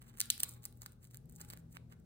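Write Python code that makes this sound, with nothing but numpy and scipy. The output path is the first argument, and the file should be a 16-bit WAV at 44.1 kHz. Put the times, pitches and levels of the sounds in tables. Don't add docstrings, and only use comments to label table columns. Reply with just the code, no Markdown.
import sys
import numpy as np
from scipy import signal
from scipy.fft import rfft, irfft, next_fast_len
from scipy.io import wavfile
from scipy.ndimage import uniform_filter1d

SR = 44100
rng = np.random.default_rng(int(sys.argv[2]) if len(sys.argv) > 2 else 0)


def wav_out(sig):
    wavfile.write(sys.argv[1], SR, np.round(np.clip(np.atleast_2d(sig).T, -1, 1) * 32767).astype(np.int16))


N = 90404


def amp(db):
    return 10 ** (np.asarray(db) / 20)


def unit(x):
    return x / np.sqrt(np.mean(abs(x) ** 2) + 1e-20)


def read(points, hz):
    f, value = np.transpose(points)
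    return np.interp(np.log(hz + 1), np.log(f + 1), value)


def level(points):
    return amp(np.interp(np.arange(N) / SR, *np.transpose(points)))


def colour(x, points):
    size = next_fast_len(x.shape[-1] + 4096)
    gain = amp(read(points, np.fft.rfftfreq(size, 1 / SR)))
    return irfft(rfft(x, size) * gain, size)[..., :x.shape[-1]]


def add(mix, start_s, sound):
    part = mix[max(round(start_s * SR), 0):][:len(sound)]
    part += sound[:len(part)]


# frequency in Hz, relative density in dB.
RUMBLE_SPECTRUM = [(15, -30), (29, -26), (44, 6), (80, -2), (100, 0.5), (140, -1), (220, -2.5),
                   (320, -11.5), (500, -15), (1000, -31.5), (2500, -40.5), (6000, -40.5), (16000, -44)]
# frequency in Hz, left-right coherence from 0 to 1.
RUMBLE_COHERENCE = [(50, .9), (150, 0.83), (300, 0.7), (600, 0.0042), (1200, 0), (16000, 0)]
# time in seconds, gain in dB.
RUMBLE_ENVELOPE = [(0, 0), (.5, 0.5), (1.05, -1), (1.35, 4.5), (1.7, 2), (2.05, 1.5)]


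def rumble(level_db=-63):
    hz = np.fft.rfftfreq(N, 1 / SR)
    left, independent = rfft(rng.standard_normal((2, N)))
    coherence = read(RUMBLE_COHERENCE, hz)
    right = coherence * left + np.sqrt(1 - coherence ** 2) * independent
    noise = irfft(np.array([left, right]) * amp(read(RUMBLE_SPECTRUM, hz)), N)
    return unit(noise) * amp(level_db) * level(RUMBLE_ENVELOPE)


# frequency in Hz, rms waver relative to the tone, envelope as (seconds, dB) points.
HUM_LINES = [(120.1, 0.14, [(0, -63), (.4, -67), (.56, -56.5), (.68, -62.5), (.8, -58.5), (1.03, -67),
             (1.15, -59.5), (1.38, -70), (1.5, -58.5), (1.65, -66), (1.87, -57), (2.05, -72.5)]),
             (164.1, 0.11, [(0, -78.5), (1.12, -73.5), (1.28, -63), (1.7, -62.5), (2.05, -64)]),
             (138.6, 0.48, [(0, -74), (.4, -69), (.6, -80), (.95, -82.5), (1.1, -63.5), (1.3, -66.5),
             (1.45, -84)]), (80.7, 0.11, [(0, -82.5), (.55, -64), (1.2, -75), (1.6, -66), (2.05, -68)]),
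             (234.1, 0.82, [(0, -72.5), (1, -77), (2.05, -73)]), (829.5, .4, [(0, -90), (.5, -81),
             (1.1, -103.5), (1.45, -79), (1.7, -103)])]


def appliance_hum(waver_hz=6):
    out, t = np.zeros(N), np.arange(N) / SR
    slow = abs(np.fft.fftfreq(N, 1 / SR)) < waver_hz
    for hz, waver, envelope in HUM_LINES:
        noise = rng.standard_normal(N) + 1j * rng.standard_normal(N)
        drift = unit(np.fft.ifft(np.fft.fft(noise) * slow))
        tone = np.exp(2j * np.pi * (hz * t + rng.random()))
        out += np.sqrt(2) * level(envelope) * ((1 + waver * drift) * tone).real
    return out


# centre in seconds, Gaussian sigma in seconds, crackle level in dB, rubbing in dB re crackle.
GRIND_BOUTS = [(.021, 0.0057, -67.5, 0), (0.079, 0.0091, -67.5, -8), (0.097, 0.012, -69.5, 1.5),
               (0.041, 0.024, -76, 1.5), (0.145, 0.0087, -70.5, 2.5), (0.185, .010, -60, -5.5),
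               (0.404, 0.007, -49.5, -11), (0.434, 0.0063, -44.5, -8), (0.488, 0.0082, -58, -33),
               (0.515, 0.016, -62.5, -33), (0.544, 0.0048, -60.5, -34), (0.569, 0.0074, -68, 1),
               (0.639, 0.0096, -62, -9.5), (0.66, 0.0039, -58.5, 2.5), (0.774, 0.014, -75, -12),
               (0.828, 0.014, -64.5, -6), (0.862, 0.0035, -59.5, -1), (0.898, 0.0056, -67.5, -19),
               (.925, .007, -69, -11), (1.041, 0.017, -65.5, -8.5), (1.076, 0.0075, -71.5, -18.5),
               (1.113, 0.0072, -66, -14), (1.148, 0.011, -63, -6.5), (1.297, 0.0036, -67.5, -13.5),
               (1.324, 0.018, -73.5, -7.5), (1.363, 0.0066, -60, -48), (1.385, 0.0045, -64.5, -7),
               (1.412, 0.012, -61, -2), (1.45, 0.009, -65, -6), (1.483, .007, -63, -9),
               (1.505, 0.0049, -57, -1), (1.532, 0.0074, -57.5, -2.5), (1.568, 0.0058, -71, 0),
               (1.592, .008, -67.5, -11.5), (1.723, 0.011, -66, -19), (1.756, 0.0096, -63.5, 1.5),
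               (1.905, 0.0051, -75.5, -0.5), (1.926, 0.0088, -69, 6.5), (1.998, 0.0068, -80, -7.5)]
# frequency in Hz, relative level in dB.
CRACKLE_SPECTRUM = [(300, -22.5), (1000, -14.5), (2500, -12), (4200, -6.5), (5800, -1.5), (8000, 6),
                    (10000, 0.5), (12000, -1.5), (14800, 5.5), (16500, 0)]
RUB_SPECTRUM = [(200, -12.5), (600, -1.5), (1100, 1.5), (1700, 0.5), (2600, -4), (5000, -18),
                (16000, -42.5)]


def grinding(grains_per_s=2600, spread_db=4.5):
    t = np.arange(N) / SR
    crackle_gain, rub_gain = np.zeros(N), np.zeros(N)
    for centre_s, sigma_s, db, rub_db in GRIND_BOUTS:
        bout = amp(db) * np.exp(-.5 * ((t - centre_s) / sigma_s) ** 2)
        crackle_gain += bout
        rub_gain += bout * amp(rub_db)
    sizes = amp(spread_db * np.minimum(rng.exponential(1, (2, N)), 5))
    signs = rng.choice([-1, 1], (2, N))
    fractures, scrapes = sizes * signs * (rng.random((2, N)) < grains_per_s / SR)
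    crackle = unit(colour(fractures, CRACKLE_SPECTRUM))
    rub = unit(colour(fractures + scrapes, RUB_SPECTRUM))
    return crackle_gain * crackle + rub_gain * rub


# frequency in Hz, level in dB re the knock band.
SNAP_LOW_END = [(150, -11.5), (500, -14.5), (900, -13)]
KNOCK_HZ, BODY_HZ, CRISP_HZ, EDGE_HZ = 1600, 3500, 6800, 9000


def snaps(rows, rise_s=.00011, flatten_hz=3630, size=1024):
    out = np.zeros(N)
    t, hz = (np.arange(size) - size // 2) / SR, np.fft.rfftfreq(size, 1 / SR)
    age = np.maximum(t / rise_s + 1, 0)
    for peak_s, db, knock_db, body_db, edge_db in rows:
        burst = rfft(age * np.exp(-age) * rng.standard_normal(size))
        smoothed_power = uniform_filter1d(abs(burst) ** 2, int(flatten_hz / hz[1]))
        burst /= np.sqrt(smoothed_power + 1e-12)
        shape = [(f, knock_db + low_db) for f, low_db in SNAP_LOW_END]
        shape += [(KNOCK_HZ, knock_db), (BODY_HZ, body_db), (CRISP_HZ, 0), (EDGE_HZ, edge_db)]
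        add(out, peak_s + t[0], irfft(burst * amp(db + read(shape, hz))))
    return out


def scatter(x, level_db=-11.5, decay_s=.0011, size=512):
    bounces = rng.standard_normal(size) * np.exp(-np.arange(size) / SR / decay_s)
    return x + amp(level_db) * signal.fftconvolve(x, bounces / np.linalg.norm(bounces))[:N]


# time in seconds, crisp-band level in dB, then beak
# knock, body and bright edge in dB re that.
SNAP_EVENTS = [(0.0187, -43.5, 19, 8.5, 8.5), (0.026, -41.5, -13, 2, 6), (0.1733, -32, 7, -3, 1.5),
               (0.1807, -31, -5, -14, -8), (0.1865, -26, 0, -19, -2), (0.1994, -13.5, -23, -19, -1),
               (0.2041, -1, -8.5, -3.5, 0.5), (0.208, -13, -3, -4, -8), (0.2132, -6.5, -27, -19, 0),
               (0.2142, -2, -8, -2, -8), (0.2574, -24, -8, -9, -2), (0.3024, 7.5, -21, -3, -6.5),
               (0.3058, -2, -9.5, -8, -2.5), (0.3083, -11, -9, -2, -5), (0.3794, -23, 3.5, -13, 2),
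               (0.4006, -22.5, -3, 4, 7.5), (0.4033, -14, -17, 4.5, 6), (0.4057, -18, -16, -9, -1),
               (0.4324, -15, -14, 1, 9), (0.4341, -4, -10, -7, 4.5), (0.4348, -17.5, 7.5, 10, -9),
               (0.4388, -14.5, -24, -19, 3.5), (0.4448, -22, -10, 5, 3), (0.493, -21, -20, -22, 0.5),
               (0.4969, -30, -12, -23, 2), (0.5105, -33, -25, -21, 3), (0.5276, -33, -24, -29, 3),
               (0.6245, -39.5, -4.5, -8, -4), (0.6406, -35.5, -7.5, 8, 8.5), (0.6537, -12.5, -19, -14, 1.5),
               (0.6589, -23.5, -22, -11, 4), (0.7259, -47.5, -3, 9, 12.5), (0.7735, -51, 0, -6, 14.5),
               (0.8124, -43, 12.5, -10, 4.5), (0.8198, -19, -21, -9, -2.5), (0.8233, -30.5, -4.5, -13, 0),
               (0.831, -27.5, -1, -22, -2), (0.862, -19, -0.5, -4.5, 0), (0.9213, -43.5, -5, 2, 10.5),
               (1.0305, -40, -11, -9, 2), (1.0441, -35, -8, -9, 3), (1.0518, -39.5, -2, 3, 6.5),
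               (1.1407, -38.5, -11.5, -10, -5.5), (1.1456, -32, 5.5, 3.5, 7), (1.1716, -26, -25.5, -14, 3.5),
               (1.2576, -49.5, -5, -6, 8), (1.297, -37, -9.5, -36.5, 5.5), (1.3244, -40, -9.5, -19, 7),
               (1.3616, -24.5, -24, -33, -4.5), (1.3994, -48, 19, 1, 11), (1.4054, -32.5, 2, -6, 6),
               (1.4139, -16.5, -7, -19.5, -5), (1.4158, -22.5, -7, -10, -4), (1.419, -33, -12, -17, 2),
               (1.5019, -23.5, 1, -3, 5), (1.504, -40, -3, 1, 7), (1.5063, -28, -6, 7, -2),
               (1.5299, -35, -9, 3, -10), (1.5357, -29.5, 8, 6, 5), (1.5742, -29.5, 4.5, -8.5, -0.5),
               (1.7698, -31.5, 18.5, 11.5, 0.5), (1.7735, -39.5, 4.5, -2.5, -0.5),
               (1.9236, -37, 5.5, 0, -3.5)]
# frequency in Hz, gain in dB.
CRACKER_RESPONSE = [(2100, -1.5), (2800, 1.5), (3600, -3.5), (4700, -1.5), (5600, -0.5), (6800, -3.5),
                    (8000, -1), (9500, 4.5), (11200, -4), (13000, 0), (15200, -2), (16500, -7.5)]
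BEAK_RESPONSE = [(1900, 1), (2600, -1), (3600, -2), (4800, 3), (5900, -6.5), (7400, 3), (9700, -4.5),
                 (11200, -2.5), (12500, -1.5), (14300, 0.5), (15400, -2), (16500, -4.5)]


def direct_fractures(bite_end_s=.55):
    biting = colour(snaps([row for row in SNAP_EVENTS if row[0] < bite_end_s]), CRACKER_RESPONSE)
    nibbling = colour(snaps([row for row in SNAP_EVENTS if row[0] >= bite_end_s]), BEAK_RESPONSE)
    return scatter(biting) + nibbling


def diffuse_fractures(own_share=.54, typical_body_db=-3.5, typical_edge_db=-4.5):
    rows = []
    for peak_s, db, knock_db, body_db, edge_db in SNAP_EVENTS:
        body_db = own_share * body_db + (1 - own_share) * typical_body_db
        edge_db = own_share * edge_db + (1 - own_share) * typical_edge_db
        rows.append((peak_s, db, knock_db, body_db, edge_db))
    return snaps(rows)


# start in seconds, spectral peak in dB, pitch in Hz.
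BEAK_KNOCKS = [(.4339, -10, 905), (.8203, -22.5, 1020), (0.8326, -23, 1150), (0.8614, -16.5, 1415),
               (1.414, -25.5, 1050), (1.5356, -16.5, 720), (1.769, -14.5, 1560)]


def beak_knocks(decay_s=.00057, size=512):
    out, t = np.zeros(N), np.arange(size) / SR
    for start_s, db, hz in BEAK_KNOCKS:
        knock = np.sin(2 * np.pi * hz * t) * np.exp(-t / decay_s)
        add(out, start_s, amp(db) * knock / abs(rfft(knock)).max())
    return out


# frequency in Hz, left minus right phase in radians.
PORT_PHASE_RAD = [(250, -1.5), (700, -2.5), (1200, -2), (2000, -4.5), (3000, -2), (4000, -5.5),
                  (5600, -2.5), (8600, -0.5), (11800, 3), (15000, 6.5), (16000, 8.5)]
# frequency in Hz, left minus right level in dB.
PORT_BALANCE_DB = [(300, 5.5), (600, -3.5), (1000, 1.5), (1600, -14.5), (2400, -8.5), (3200, -2),
                   (3750, 11), (4500, 4), (7000, -1.5), (16000, 0)]


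def microphone_ports(x):
    size = next_fast_len(N + 4096)
    hz = np.fft.rfftfreq(size, 1 / SR)
    ratio = amp(read(PORT_BALANCE_DB, hz))
    half_phase = np.exp(.5j * read(PORT_PHASE_RAD, hz))
    pair = np.array([ratio * half_phase, 1 / half_phase]) * np.sqrt(2 / (1 + ratio ** 2))
    return irfft(rfft(x, size) * pair, size)[:, :N]


# frequency in Hz, time to fall 60 dB in seconds.
ROOM_T60_S = [(300, 1.5), (1500, 0.47), (4000, 0.34), (9000, 0.27), (15000, 0.41)]
# frequency in Hz, tail gain in dB.
ROOM_TAIL_DB = [(300, -9), (800, -13.5), (1500, -10), (2800, -13), (4000, -8), (5700, -20), (8000, -13),
                (10000, -12.5), (12000, -22), (14500, -16), (16500, -21.5)]


def room(x, delay_s=.0036, build_s=.0028):
    hz, t, bands = signal.stft(rng.standard_normal((2, SR)), SR, nperseg=256)
    decay = amp(-60 * t / read(ROOM_T60_S, hz)[:, None])
    tail = signal.istft(bands * decay, SR, nperseg=256)[1]
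    tail *= np.clip((np.arange(tail.shape[1]) / SR - delay_s) / build_s, 0, 1)
    tail = colour(tail / np.linalg.norm(tail[0]), ROOM_TAIL_DB)
    return signal.fftconvolve(x[None], tail, axes=1)[:, :N]


def scene(background_left_right_db=(1.03, -1.03), knock_send_db=-1.5):
    background = (rumble() + appliance_hum()) * amp(background_left_right_db)[:, None]
    crumbs, knocks = grinding(), beak_knocks()
    direct = microphone_ports(crumbs + direct_fractures() + knocks)
    tail = room(crumbs + diffuse_fractures() + amp(knock_send_db) * knocks)
    return background + direct + tail


def record(dry, cutoff_hz=16400):
    lowpass = signal.firwin(201, cutoff_hz, window=("kaiser", 8), fs=SR)
    return signal.oaconvolve(dry, lowpass[None], "same")


dry = scene()
out = record(dry)
wav_out(out)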